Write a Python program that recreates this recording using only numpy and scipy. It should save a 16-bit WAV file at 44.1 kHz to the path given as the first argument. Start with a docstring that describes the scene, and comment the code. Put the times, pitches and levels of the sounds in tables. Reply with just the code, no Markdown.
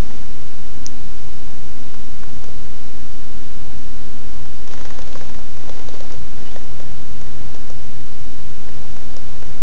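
"""A hand rubs the head of a cat lying on the edge of a carpet and a wooden floor, in a quiet room.
Skin rubs the coat and hairs flick free in a rustle; slipping fingertips and nails jolt the head
and give dull taps, scratches, clicks and ticks. Two firmer knocks, one dry snap and one thin
squeak pass. Household machines hum; a small narrow-band recorder adds hiss."""
import sys
import numpy as np
from scipy import signal
from scipy.fft import rfft, irfft
from scipy.io import wavfile
from scipy.ndimage import uniform_filter1d

SR = 44100
rng = np.random.default_rng(int(sys.argv[2]) if len(sys.argv) > 2 else 0)


def master_out(mix):
    """Clip the mix to full scale and print it as 16-bit PCM to the path in sys.argv[1]."""
    frames = np.transpose(np.atleast_2d(mix))
    ceiling = np.clip(frames, -1, 1)
    pcm = np.round(ceiling * 32767).astype(np.int16)
    wavfile.write(sys.argv[1], SR, pcm)


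N = 424241
TIME_S = np.arange(N) / SR
FREQ_HZ = np.arange(N // 2 + 1) * SR / N
RING_TIME_S = np.arange(SR // 10) / SR

# Noise floors. Each row: frequency in Hz, density in dB per Hz.
ROOM_SPECTRUM = [(8, -60), (20, -58.5), (34, -56.5), (50, -59.5), (90, -63.5), (150, -67.5), (250, -68),
                 (360, -72.5), (600, -79), (1000, -82), (2500, -94.5), (7000, -110)]
HISS_SPECTRUM = [(100, -84.5), (1500, -83.5), (2600, -85), (4700, -86), (6200, -86)]
# Recorder treble roll-off. Each row: frequency in Hz, gain in dB.
RECORDER_RESPONSE = [(6300, 0), (6750, -3.5), (7100, -6), (7500, -21)]
# Drone of household machines. Each row: centre in Hz, width in Hz, level in dB.
DRONE_BANDS = [(35.33, 4.4, -47.5), (60.13, 1.1, -53.5), (115.6, 4.2, -52.5), (176.5, 8.4, -60),
               (235.6, 14, -58.5), (255.4, 5.3, -54.5), (303, 27, -61)]
# Motor hum. Each row: time in seconds, level in dB.
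MOTOR_LEVELS = [(0, -52.5), (3.8, -54), (4.7, -49.5), (6.4, -52), (6.9, -45.5), (9.6, -46.5)]
# Squeak contour. Each row: time in seconds, pitch in Hz, level in dB.
SQUEAK_CONTOUR = [(6.446, 3100, -62), (6.455, 3040, -50), (6.472, 2900, -49.5), (6.492, 2980, -52),
                  (6.506, 3250, -59), (6.517, 3500, -48.5), (6.528, 3520, -64)]
# Resonances of slips and snap. Each row: frequency in Hz, width in Hz, relative gain in dB.
TAP_MODES = [(490, 48, -4.5), (533, 70, 4.5), (676, 80, -8), (800, 150, -9.5)]
SCRATCH_MODES = [(880, 130, -4.5), (1030, 180, 3), (1400, 440, -2.5), (1770, 340, -0.5)]
CLICK_MODES = [(2920, 730, 0), (3800, 720, -1)]
TICK_MODES = [(5200, 1400, -2), (6070, 930, 0), (7060, 1100, -1.7)]
SNAP_MODES = [(5980, 1960, 0)]
SNAP_BODY_MODES = [(2900, 2400, 0)]
# Deadened knocks. Each row: start in seconds, level in dB, pitch in Hz, hard edge over body in dB.
KNOCKS = [(6.5617, -31, 555, -12), (6.801, -36, 530, -9)]
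# Slips. Each row: start in seconds, base level in dB, extra thud in dB, pitch ratio.
FINGERTIP_TAPS = [(2.484, -41.5, 2, 0.86), (5.388, -43, -1, 1.4), (5.391, -43.5, 2, 1.1),
                  (5.681, -42, 2, 1.1), (5.695, -35, 1, 0.96), (5.794, -37, -3.5, 0.95),
                  (5.887, -33.5, -0.5, 1.03), (5.9395, -38.5, 2, .85), (5.9445, -38.5, -3, 1.13),
                  (5.968, -41.5, 0, 1), (6.006, -32, -3, 1.07), (6.035, -44, -2, 1.4),
                  (6.1375, -40, 1, 0.9)]
COAT_SCRATCHES = [(.108, -42.5, 1, 0.99), (1.943, -40, -1, .8), (2.2315, -46, -8, 0.96),
                  (2.235, -38.5, -2.5, .9), (4.457, -42, -9, 0.83), (4.7363, -35.5, -2.5, 0.92),
                  (4.777, -37.5, -3, 0.94), (4.812, -36, -6, 0.95), (4.853, -36, -5, 0.88),
                  (4.859, -42, -6, 1), (4.9055, -34.5, -3, 1.03), (4.989, -35.5, 4, 0.99),
                  (5.1548, -37, 6.5, 0.95), (5.16, -42, 4, 0.92), (5.2115, -37.5, 5, 0.95),
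                  (5.2958, -40, -7, 0.91), (5.3462, -39.5, 0, 1), (5.5715, -42, 0.5, 1.1),
                  (5.609, -46, -5, 1.1), (5.671, -50, -5, 1.3), (5.6955, -45, -6, 0.83),
                  (5.953, -45, 1, 1.07), (6.107, -42, 2, 0.69), (7.216, -46.5, -4, 1.2),
                  (8.689, -41.5, 0, 1.06), (8.9664, -41, -0.5, 0.96), (9.136, -47, 0, 0.58),
                  (9.425, -38.5, 2, 0.89)]
NAIL_CLICKS = [(4.712, -42, -3, .72), (5.0197, -39, -2, 0.95), (5.1296, -39.5, -5, 1.05),
               (5.635, -46, 3, .9), (5.695, -45, -1, 1.06), (5.772, -47, 3, 1), (5.795, -47, -6, 0.52),
               (7.562, -43.5, -2, .76), (8.9662, -47, -3, 0.64)]
TUFT_TICKS = [(2.442, -43, 3.5, 0.94), (4.677, -42.5, -1, 0.99), (4.7256, -45, -1, 1),
              (4.736, -43, -11, 1.04), (4.853, -48, -6, 0.95), (4.989, -52, -3, 1), (5.076, -43, 0, 1.2),
              (5.8875, -47.5, -4, 0.96), (6.122, -42, -12, 1), (7.214, -44.5, -3, 1.12),
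              (7.547, -44, 5, .98), (7.7013, -42, 6, 1.02), (9.167, -39, -1.5, 1)]
# Fur spectra. Each row: frequency in Hz, relative gain in dB.
RUB_SPECTRUM = [(150, -18), (270, -1), (380, -4), (470, -5), (550, 0.5), (640, -5.5), (800, -4),
                (1200, -15.5), (1900, -14.5), (3000, -30.5)]
HAIR_SPECTRUM = [(900, -20), (1900, -4.5), (3500, 1.5), (5000, -2.5), (6300, -1.5), (7500, -0.5)]
CRACKLE_SPECTRUM = [(250, -21), (480, -0.5), (950, -2), (1800, -6.5), (2600, -11.5), (3500, -16),
                    (7000, -14.5)]
# Hand strokes. Each row: start in seconds, length in seconds, rub level in dB,
# hair over rub in dB, crackle over rub in dB.
STROKES = [(0, 0.078, -48, 2.5, -8), (2.198, 0.54, -56.5, -2, -6.5), (4.222, .2, -57.5, 3, -12),
           (4.648, 0.61, -46, 2, -5.5), (5.555, 0.55, -46, 0.5, -7), (6.346, 0.21, -45.5, -2.5, -2.5),
           (6.746, 0.072, -51, 0.5, -2), (7.33, 0.52, -54.5, -2.5, -5), (8.622, 0.88, -51, -1, -8)]

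# Offsets per kind of slip for the tap, scratch, click and tick modes.
TAP_MIX_DB, SCRATCH_MIX_DB = (0.5, -16, -10.5, -13), (-4, -2.5, -11.5, -11.5)
CLICK_MIX_DB, TICK_MIX_DB = (0, -10.5, -2.5, -13), (0, -8, -7.5, 0.5)


def undb(db):
    """Decibels to gain."""
    return 10 ** (np.asarray(db) / 20)


def unit(x):
    """Scale to an rms of 1."""
    return x / np.sqrt(np.mean(x ** 2))


def colour(x, spectrum):
    """Filter by (Hz, dB) points joined on a log-frequency axis."""
    hz, db = np.transpose(spectrum)
    gain = undb(np.interp(np.log(FREQ_HZ + 1), np.log(hz), db))
    return irfft(rfft(x) * gain, N)


def noise(spectrum):
    """Noise with the given power per Hz."""
    return colour(rng.standard_normal(N), spectrum) * np.sqrt(SR / 2)


def curves(table):
    """Table columns interpolated linearly in time."""
    times_s, *columns = np.transpose(table)
    return [np.interp(TIME_S, times_s, column) for column in columns]


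def wander(rate_hz):
    """Smooth random drift, rms 1."""
    hold = int(SR / rate_hz)
    steps = np.repeat(rng.standard_normal(N // hold + 1), hold)[:N]
    return unit(uniform_filter1d(steps, hold))


def add(out, start_s, sound, db):
    """Mix in a short sound; db is its level with the energy spread over 10 ms."""
    start = int(start_s * SR)
    sound = sound * undb(db) / np.sqrt(np.sum(sound ** 2) / (SR / 100))
    out[start:start + len(sound)] += sound[:N - start]


def release(scrape, decay_s):
    """A contact lets go: a unit jolt plus a fading scrape of the given strength."""
    push = rng.standard_normal(len(RING_TIME_S)) * np.exp(-RING_TIME_S / decay_s)
    push *= scrape / np.sqrt(np.sum(push ** 2))
    push[0] += 1
    return push


def contact(push, low_hz, high_hz):
    """A contact's softness cuts treble; its shortness cuts bass."""
    return signal.sosfilt(signal.butter(2, [low_hz, high_hz], "bandpass", fs=SR, output="sos"), push)


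def ring(push, modes, pitch_ratio=1):
    """Damped modes driven by a push; wide modes die fast."""
    t = RING_TIME_S
    response = sum(undb(db) * np.exp(-np.pi * width_hz * t) * np.cos(2 * np.pi * hz * pitch_ratio * t)
                   for hz, width_hz, db in modes)
    return signal.fftconvolve(push, response)[:len(t)]


def room_drone(waver_db=0.56):
    """Low room rumble plus narrow noise bands from household machines."""
    out = noise(ROOM_SPECTRUM) * undb(waver_db * wander(rate_hz=5))
    for hz, width_hz, db in DRONE_BANDS:
        response = 1 / (1 + (2 * (FREQ_HZ - hz) / width_hz) ** 4)
        band = irfft(rfft(rng.standard_normal(N)) * response, N)
        out += undb(db) * unit(band)
    return out


def motor(hz=120.0, waver_db=1.85, pitch_spread=0.006):
    """A motor hum wavers in pitch and level, louder towards the end."""
    db = curves(MOTOR_LEVELS)[0] + waver_db * wander(rate_hz=4.9)
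    phase = 2 * np.pi * np.cumsum(hz * (1 + pitch_spread * wander(rate_hz=9))) / SR
    return unit(np.sin(phase)) * undb(db)


def reverb(x, t60_s, wet_db, delay_s=0.003):
    """The carpeted room adds a short, weak tail."""
    t = np.arange(SR // 2) / SR
    tail = rng.standard_normal(len(t)) * np.exp(-np.log(1000) * t / t60_s) * (t > delay_s)
    tail /= np.sqrt(np.sum(tail ** 2))
    return x + undb(wet_db) * signal.fftconvolve(x, tail)[:N]


def squeak(flutter_db=2, pitch_spread=0.016):
    """A faint, rough whistle dips and rises in pitch."""
    hz, db = curves(SQUEAK_CONTOUR)
    phase = 2 * np.pi * np.cumsum(hz * (1 + pitch_spread * wander(rate_hz=700))) / SR
    flutter = unit(undb(flutter_db * wander(rate_hz=200)))
    gate = (TIME_S > SQUEAK_CONTOUR[0][0]) & (TIME_S < SQUEAK_CONTOUR[-1][0])
    return np.sqrt(2) * np.sin(phase) * undb(db) * flutter * gate


def snap(start_s=0.8644, crack_db=-26.5, body_db=-45.5):
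    """One dry crack, like a static spark from the fur, over a faint lower body."""
    out = np.zeros(N)
    crack = ring(release(scrape=0.16, decay_s=0.0015), SNAP_MODES)
    add(out, start_s, ring(crack, SNAP_MODES), crack_db)  # second pass: a brief swell
    body = ring(release(scrape=0.2, decay_s=0.001), SNAP_BODY_MODES)
    add(out, start_s, body, body_db)
    return out


def knocks(width_hz=190, scratch_offset_db=-6.5, tick_offset_db=-6):
    """A soft push drives one damped mode, with a brief scratch and a hard edge on contact."""
    out = np.zeros(N)
    for start_s, db, hz, edge_db in KNOCKS:
        push = contact(release(scrape=0.38, decay_s=0.006), low_hz=380, high_hz=1100)
        sharp = release(scrape=1.0, decay_s=0.0038)
        scratch = contact(sharp, low_hz=650, high_hz=3200)
        add(out, start_s, ring(push, [(hz, width_hz, 0)]), db)
        add(out, start_s, ring(scratch, SCRATCH_MODES), db + scratch_offset_db)
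        add(out, start_s, ring(sharp, CLICK_MODES, pitch_ratio=0.88), db + edge_db)
        add(out, start_s, ring(sharp, TICK_MODES), db + edge_db + tick_offset_db)
    return out


def slips(table, mix_db):
    """Slips jolt the soft head and ear; nail and hairs scrape on. The spot touched sets the pitch."""
    out = np.zeros(N)
    tap_db, scratch_db, click_db, tick_db = mix_db
    for start_s, db, thud_db, pitch_ratio in table:
        pad = contact(release(scrape=0.38, decay_s=0.0048), low_hz=296, high_hz=2540)
        sharp = release(scrape=0.57, decay_s=0.003)
        fingertip = contact(release(scrape=0.76, decay_s=0.0033), low_hz=624, high_hz=2630)
        add(out, start_s, ring(pad, TAP_MODES, pitch_ratio), db + tap_db + thud_db)
        add(out, start_s, ring(fingertip, SCRATCH_MODES, pitch_ratio), db + scratch_db)
        add(out, start_s, ring(sharp, CLICK_MODES, pitch_ratio), db + click_db)
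        add(out, start_s, ring(sharp, TICK_MODES, pitch_ratio), db + tick_db)
    return out


def faint_slip_rows(rub_gain, per_s=10, offset_db=-5, scatter_db=3.5, scatter_octaves=0.15):
    """Table of small slips at random times; their level follows the rub."""
    draws = rng.random((int(per_s * N / SR), 4))
    starts = (draws[:, 0] * N).astype(int)
    level, thud, pitch = 2 * draws[:, 1:].T - 1
    db = 20 * np.log10(rub_gain[starts]) + offset_db + scatter_db * level
    return np.column_stack([starts / SR, db, scatter_db * thud, 2 ** (scatter_octaves * pitch)])


def hand_strokes(attack_s=0.056, release_s=0.17, idle_rub_db=-62.5, idle_hair_db=-57):
    """Rub, hair and crackle gains: each stroke presses in, holds and eases off over idling fingers."""
    rub_power, hair_power, crackle_power = undb(idle_rub_db) ** 2, undb(idle_hair_db) ** 2, 0
    for start_s, length_s, db, hair_db, crackle_db in STROKES:
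        rise = np.clip((TIME_S - start_s) / attack_s, 0, 1)
        fall = np.exp(-np.maximum(TIME_S - start_s - length_s, 0) / release_s)
        gain = rise * fall * undb(db)
        rub_power += gain ** 2
        hair_power += (gain * undb(hair_db)) ** 2
        crackle_power += (gain * undb(crackle_db)) ** 2
    return np.sqrt(rub_power), np.sqrt(hair_power), np.sqrt(crackle_power)


def hair_flicks(per_s, spread_db):
    """Hairs flick free at random, a few harder than the rest."""
    hits = rng.random(N) < per_s / SR
    return hits * rng.standard_normal(N) * undb(spread_db * np.minimum(rng.exponential(size=N), 4))


def fur(rub_gain, hair_gain, crackle_gain, grip_spread_db=0.87, crackles_per_s=150):
    """Skin rubs the coat, hairs rustle and single ones crackle, all under an uneven grip."""
    grip = unit(undb(grip_spread_db * wander(rate_hz=35)))
    rub = unit(colour(hair_flicks(per_s=2200, spread_db=2.0), RUB_SPECTRUM))
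    hair = unit(colour(hair_flicks(per_s=4000, spread_db=1.5), HAIR_SPECTRUM))
    impulses = (rng.random(N) < crackles_per_s / SR) * rng.uniform(0.39, 1, N)
    crackle = unit(colour(impulses, CRACKLE_SPECTRUM))
    return grip * (rub * rub_gain + hair * hair_gain + crackle * crackle_gain)


def scene():
    """Hand and cat in the humming room, mono."""
    background = room_drone() + motor()
    rub_gain, hair_gain, crackle_gain = hand_strokes()
    petting = fur(rub_gain, hair_gain, crackle_gain) + snap() + knocks() + squeak()
    faint_slips = faint_slip_rows(rub_gain)
    petting += slips(FINGERTIP_TAPS, TAP_MIX_DB) + slips(COAT_SCRATCHES, SCRATCH_MIX_DB)
    petting += slips(NAIL_CLICKS, CLICK_MIX_DB) + slips(TUFT_TICKS, TICK_MIX_DB)
    petting += slips(faint_slips, TAP_MIX_DB)
    return (reverb(petting, t60_s=0.2, wet_db=-20.0) + background)[None]


def record(dry):
    """The recorder adds hiss, cuts the treble and sits on a silent DC offset."""
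    cutoff_hz, dc_offset = 7600, -0.6756
    sound = colour(dry[0] + noise(HISS_SPECTRUM), RECORDER_RESPONSE)
    lowpass = signal.ellip(10, 0.1, 70, cutoff_hz, fs=SR, output="sos")
    return signal.sosfilt(lowpass, sound)[None] + dc_offset


dry = scene()
out = record(dry)
master_out(out)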